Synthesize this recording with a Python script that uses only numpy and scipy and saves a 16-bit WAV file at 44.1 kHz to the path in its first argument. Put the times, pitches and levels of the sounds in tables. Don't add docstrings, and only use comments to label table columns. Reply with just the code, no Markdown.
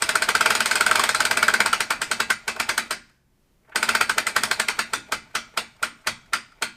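import sys
import numpy as np
from scipy import signal
from scipy.fft import rfft, irfft, next_fast_len
from scipy.io import wavfile
from scipy.ndimage import uniform_filter1d, map_coordinates

SR = 44100
rng = np.random.default_rng(int(sys.argv[2]) if len(sys.argv) > 2 else 0)


def master(y):
    cut = np.clip(np.atleast_2d(y).T, -1, 1)
    pcm = np.round(cut * 32767)
    wavfile.write(sys.argv[1], SR, pcm.astype(np.int16))


def level_to_linear(level):
    exponent = np.asarray(level, float) / 20
    return 10 ** exponent


N = 298204
LEAD, RING, SPAN = 512, 8192, 17408

# f/Hz, width/Hz, level/dB
SPRING = [(1870, 1200, -5.5), (2228, 246, 5.5), (2362, 235, 3), (2596, 170, -3), (3123, 544, -11.5)]
STEEL = [(3306, 380, -2.5), (4320, 260, 2), (4890, 420, -0.5), (5920, 2000, -8), (6980, 220, 0.5),
         (7360, 570, -6), (8370, 510, 1), (9350, 840, -7.5), (12700, 830, -13), (15300, 670, -22)]
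FRAME = [(1100, 233, -22.5), (1387.4, 174.5, 5), (1420, 259.6, 7.5), (1560, 241, -0.5)]
BOARD = [(432, 77, -3), (519, 11, -11), (626, 49, 0), (889, 73, 0)]
BENCH = [(126, 23, -13), (202.5, 5.5, -4), (230.1, 2.5, 0.5)]


def pawl():
    out = np.zeros(N + SPAN + LEAD)
    creep = 1 - level_to_linear(crank_speed_db().clip(max=0))
    slow_lag_s = 0.0017
    habit = rng.standard_normal((5, RING))
    for s, db, hz, steel_db, board_db, room_db in strikes():
        frame_delay_s = 0.00221 + slow_lag_s * creep[round(s * SR)]
        favoured = [(hz, 160, -3)]
        spring = rung(contact(habit[0], 0.0065, 0.0083, delay_s=-0.0011), SPRING)
        steel = rung(contact(habit[1], 0.002, 0.01, delay_s=-0.0009), STEEL)
        frame = rung(contact(habit[2], 0.021, 0.004, delay_s=frame_delay_s), FRAME + favoured)
        board = rung(contact(habit[3], 0.11, 0.018, delay_s=0.0063), BOARD)
        bench = rung(contact(habit[4], 0.041, 0.018, delay_s=0.00063), BENCH)
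        metal = level_to_linear(-8.5) * spring + level_to_linear(steel_db + 3.5) * steel + level_to_linear(-2.0) * frame
        wood = level_to_linear(board_db - 0.5) * board + level_to_linear(-35) * bench
        blow = shop(metal + wood, wet_db=room_db - 3.5, bright_db=0.34 * (steel_db + 8))
        add(out, s, level_to_linear(db) * (blow + wheel()))
    return out[LEAD:][:N]


# t/s, peak level/dB, frame f/Hz, steel level/dB
QUICK = [(0.0232, -3.5, 1500, -4.5), (0.0921, -4, 1480, -4.5), (0.156, -1.5, 1414, -8),
         (0.2228, -5.5, 1426, -3), (0.2903, -1, 1484, -11), (0.3526, -0.5, 1385, -9),
         (0.41, -1.5, 1430, -9), (0.4609, -1, 1420, -14), (0.5062, 0.5, 1420, -13.5),
         (0.5523, -5.5, 1500, -4), (0.6058, -3.5, 1420, -7), (0.6594, -6.5, 1560, -1.5),
         (0.7127, -5, 1420, -2.5), (0.7567, -6.5, 1420, -1.5), (0.8096, -2, 1420, -7.5),
         (0.8651, -1, 1420, -9), (0.9129, -2.5, 1240, -8), (0.9573, -3, 1280, -8.5),
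         (0.9956, -3, 1110, -6.5), (1.039, -4.5, 1560, -6.5), (1.0917, -4.5, 1370, -4),
         (1.1484, -6.5, 1560, -4)]
EASING = [(1.2053, -1, 1340, -9), (1.2531, -5, 1510, -3.5), (1.3125, -0.5, 1560, -13),
          (1.3733, -1.5, 1420, -10), (1.4298, -1, 1420, -11.5), (1.483, -1, 1480, -13.5),
          (1.5403, -2, 1420, -10), (1.6047, 0, 1560, -11), (1.6615, -2.5, 1420, -7), (1.731, -3, 1560, -9),
          (1.8065, -4, 1560, -7.5), (1.9069, -4.5, 1460, -10), (2.0179, -6.5, 1610, -8),
          (2.115, -4, 1420, -7), (2.2035, -1.5, 1420, -12), (2.3036, -3.5, 1490, -9.5),
          (2.4806, -6.5, 1538, -8), (2.601, -4.5, 1720, -11), (2.6924, -3.5, 1560, -7),
          (2.7795, -4, 1555, -5.5), (2.9096, -8.5, 1260, -7.5)]
LOADED = [(3.7594, -3.5, 1460, -7), (3.8295, -4, 1460, -7.5), (3.8916, -1, 1466, -11.5),
          (3.9521, -1.5, 1470, -11.5), (4.012, 0, 1370, -13.5), (4.0964, -4, 1510, -8),
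          (4.183, -4, 1360, -5.5), (4.2689, -6, 2083, -5.5), (4.365, -1.5, 1560, -10.5),
          (4.436, -5, 1310, -3.5), (4.514, -4, 1536, -7), (4.5995, -2.5, 1603, -8),
          (4.6857, -5, 2170, -7.5), (4.792, -4.5, 1360, -9.5), (4.9358, -7.5, 1387, -6),
          (5.123, -5, 1300, -11.5), (5.353, -7.5, 1560, -7.5), (5.5758, -5.5, 1346, -9),
          (5.8292, -6, 1530, -8.5), (6.0724, -6, 1680, -7), (6.3348, -5.5, 1300, -9),
          (6.6241, -5.5, 1450, -7)]
# t/s, peak level/dB, frame f/Hz, board level/dB
GRAZES = [
    (2.5648, -18.5, 1100, -9.5),
    (3.695, -41.5, 1140, 0.5),
    (5.0915, -44, 1130, 9),
]


def strikes():
    board_db = -19.5
    graze_steel_db, graze_room_db = -22, -6.5
    contacts = []
    for s, db, hz, steel_db in QUICK + EASING + LOADED:
        room_db = 2.5 - 0.8 * (db + 4) - 0.044 * (steel_db + 8)
        contacts.append((s, db, hz, steel_db, board_db, room_db))
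    for s, db, hz, graze_board_db in GRAZES:
        contacts.append((s, db, hz, graze_steel_db, graze_board_db, graze_room_db))
    return sorted(contacts)


def contact(habit, rise_s, fall_s, delay_s, fresh=0.4, even=0.45):
    t = (np.arange(RING) - LEAD) / SR - delay_s
    grain = np.sqrt(1 - fresh) * habit + np.sqrt(fresh) * rng.standard_normal(RING)
    envelope_db = np.where(t < 0, 60 * t / rise_s, -60 * t / fall_s).clip(-200, 0)
    z = rfft(grain * level_to_linear(envelope_db))
    flattened = z / uniform_filter1d(np.abs(z), size=15) ** even
    return irfft(flattened) * (t < 0.08)


def rung(force, modes):
    fade = np.hanning(2 * RING)[RING:] ** 0.5
    ring = resonate(force, modes, spread_db=2.0) * fade
    return ring / np.abs(ring).max()


# f/Hz, level/dB, t60/s
WHEEL = [(1420, -29.5, 0.34), (1613, -28, 0.24), (1970, -36, 0.31), (2040, -28, 0.25), (2325, -32, 0.35),
         (2600, -31, 0.27), (4560, -32, 0.24), (4870, -29.5, 0.13), (6680, -38, .22), (7800, -39.5, .15),
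         (8170, -38.5, 0.062), (8600, -40.5, 0.18)]


def wheel():
    t = np.arange(SPAN - LEAD) / SR
    hz, db, t60_s = np.transpose(WHEEL)[..., None]
    level_chance, pitch_chance, phase_chance = rng.standard_normal((3, len(WHEEL), 1))
    level = level_to_linear(db + 2.1 * level_chance - 60 * t / t60_s)
    rings = level * np.sin(2 * np.pi * hz * (1 + 0.008 * pitch_chance) * t + 3 * phase_chance)
    onset = 1 - np.exp(-t / 0.002)
    return np.pad(rings.sum(axis=0) * onset, (LEAD, 0))


# delay t/s, level/dB
ECHOES = [(.0045, -9.5), (.0085, -18), (0.014, -18.5), (0.0178, -15), (.021, -22), (0.027, -22)]
# f/Hz, early t60/s, late t60/s
SHOP = [(151.4, 0.82, 0.8), (400, 0.21, 0.15), (1020, 0.16, 0.55), (2700, 0.14, 0.47), (7360, 0.15, 0.5)]
SHOP_TOP = [(10000, .15, .24), (11000, .12, .19), (15000, .11, .16)]
# f/Hz, level/(dB per Hz)
WALLS = [(150, -25.5), (300, -16.5), (600, -16.5), (1000, -10.5), (1450, -4), (1750, -7.5), (2350, -5.5),
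         (3000, -12), (4600, -11.5), (6200, -18), (7600, -20.5), (8500, -14.5), (9800, -23.5), (15000, -32)]


def shop(x, wet_db, bright_db):
    late_db, tint_db, buildup_s = -17, 3.0, 0.0026
    far_wall_s, far_wall_db = 0.186, -51
    hz, t, z = signal.stft(rng.standard_normal(SPAN), SR, nperseg=512)
    decay = SHOP + SHOP_TOP
    early_s = along([(f, early) for f, early, late in decay], hz)[:, None]
    late_s = along([(f, late) for f, early, late in decay], hz)[:, None]
    tint = tint_db * unit(uniform_filter1d(rng.standard_normal(len(hz)), size=3))
    brightness = along([(2500, 0.0088), (4000, bright_db)], hz)
    colour = level_to_linear(along(WALLS, hz) + brightness + tint)[:, None]
    fall = level_to_linear(-60 * t / early_s) + level_to_linear(late_db - 60 * t / late_s)
    tail = signal.istft(z * colour * fall, SR, nperseg=512)[1][:SPAN]
    tail *= level_to_linear(wet_db) * (1 - np.exp(-np.arange(SPAN) / SR / buildup_s))
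    near = np.zeros(SPAN - RING + 1)
    near[0] = 1
    for s, db in ECHOES:
        near[round(s * SR)] = level_to_linear(db + rng.normal(0, 0.84))
    shelves = round(far_wall_s * SR) + 3 * rng.integers(100, size=6)
    near[np.r_[shelves, shelves + 1]] = level_to_linear(far_wall_db)
    return signal.fftconvolve(x, near) + np.pad(tail, (LEAD, 0))[:SPAN]


def crank_speed_db():
    usual_teeth_per_s, hand_s = 15, 0.06
    s = np.array([row[0] for row in QUICK + EASING + LOADED])
    gap_s = np.diff(s)[np.searchsorted(s[1:-1], np.arange(N) / SR)]
    return uniform_filter1d(-20 * np.log10(gap_s * usual_teeth_per_s), size=round(hand_s * SR))


def gears():
    speed_db = crank_speed_db()
    rattle_s, rattle_width_s, rattle_peak_db = 0.97, 0.07, 6
    rattle_db = rattle_peak_db * np.exp(-((np.arange(N) / SR - rattle_s) / rattle_width_s) ** 2)
    body = unit(resonate(grit(), BOARD[2:] + FRAME + SPRING))
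    grind = body + level_to_linear(-11) * unit(resonate(grit(), STEEL))
    rumble = unit(resonate(grit(), BOARD + BENCH + [(70, 21, -11.0)]))
    grind_db = -38 + 2.17 * speed_db
    rumble_db = -42 + 2.03 * speed_db + rattle_db
    return level_to_linear(grind_db) * grind + level_to_linear(rumble_db) * rumble


def grit():
    return rng.standard_normal(N) * level_to_linear(2.5 * wobble(45) + 2.5 * wobble(300))


# t/s, peak level/dB, f/Hz
PLAY = [(3.631, -57.5, 377), (3.649, -53, 110), (3.677, -48, 1280), (3.722, -30.5, 1410), (4.172, -24, 450),
        (5.298, -46, 500), (5.539, -38, 400), (5.546, -55, 1340), (5.795, -41, 800), (6.046, -40, 1364),
        (6.28, -47, 315), (6.581, -48, 317.6)]


def play():
    out = np.zeros(N + SPAN + LEAD)
    for s, db, hz in PLAY:
        force = contact(0, 0.03, 0.05, delay_s=0.001, fresh=1, even=0)
        dull = uniform_filter1d(force, size=4)
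        knock = rung(dull, [(hz, 350, 0), (2400, 1500, -17), (6000, 3000, -34)])
        add(out, s, level_to_linear(db - 2.0) * shop(knock, wet_db=7, bright_db=-27))
    return out[LEAD:][:N]


# f/Hz, level/(dB per Hz)
AIR = [(20, -1), (40, 4.5), (60, -17), (100, -9), (160, -7), (250, -13), (400, -17.5), (1000, -24.5),
       (4000, -32), (15000, -36.5)]
# f/Hz, level/dB
FAN = [
    (64.6, -74),
    (129.2, -75),
    (360.7, -81),
]


def air():
    t = np.arange(N) / SR
    hush = irfft(rfft(rng.standard_normal(N)) * level_to_linear(along(AIR, np.fft.rfftfreq(N, 1 / SR))), N)
    hum = sum(level_to_linear(db + 6 + 1.5 * wobble(18)) * np.sin(2 * np.pi * hz * t) for hz, db in FAN)
    return level_to_linear(-60.5 + 1.5 * wobble(10)) * unit(hush) + hum


def resonate(x, modes, spread_db=0.0):
    m = next_fast_len(x.shape[-1] + 4096)
    f = np.fft.rfftfreq(m, 1 / SR)
    gain = 0
    for k, (centre, width, db) in enumerate(modes):
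        strength = (-1) ** k * level_to_linear(db + spread_db * rng.standard_normal())
        gain = gain + strength * 1j * f * width / (centre * centre - f * f + 1j * f * width)
    return irfft(rfft(x, m) * gain, m)[..., :x.shape[-1]]


def add(out, s, x):
    out[round(s * SR):][:SPAN] += x


def unit(x):
    return x / np.sqrt(np.mean(x ** 2) + 1e-20)


def along(points, hz):
    f, v = np.transpose(points)
    return np.interp(np.log(hz + 1), np.log(f + 1), v)


def wobble(rate_hz):
    knots = rng.standard_normal(int(N * rate_hz / SR) + 4)
    return map_coordinates(knots, [np.arange(N) * rate_hz / SR])


def scene():
    return (pawl() + play() + gears() + air())[None]


# f/Hz, level/dB
TOP = [(20, -7.5), (60, -3), (15150, -2), (15300, -17.5), (16400, -29), (16600, -73)]


def microphone(dry):
    return irfft(rfft(dry) * level_to_linear(along(TOP, np.fft.rfftfreq(N, 1 / SR))), N)


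def roll_off(x):
    return signal.sosfilt(signal.butter(12, 16480, fs=SR, output="sos"), x)


def record(dry):
    mix = microphone(dry)
    return roll_off(mix)


dry = scene()
out = record(dry)
master(out)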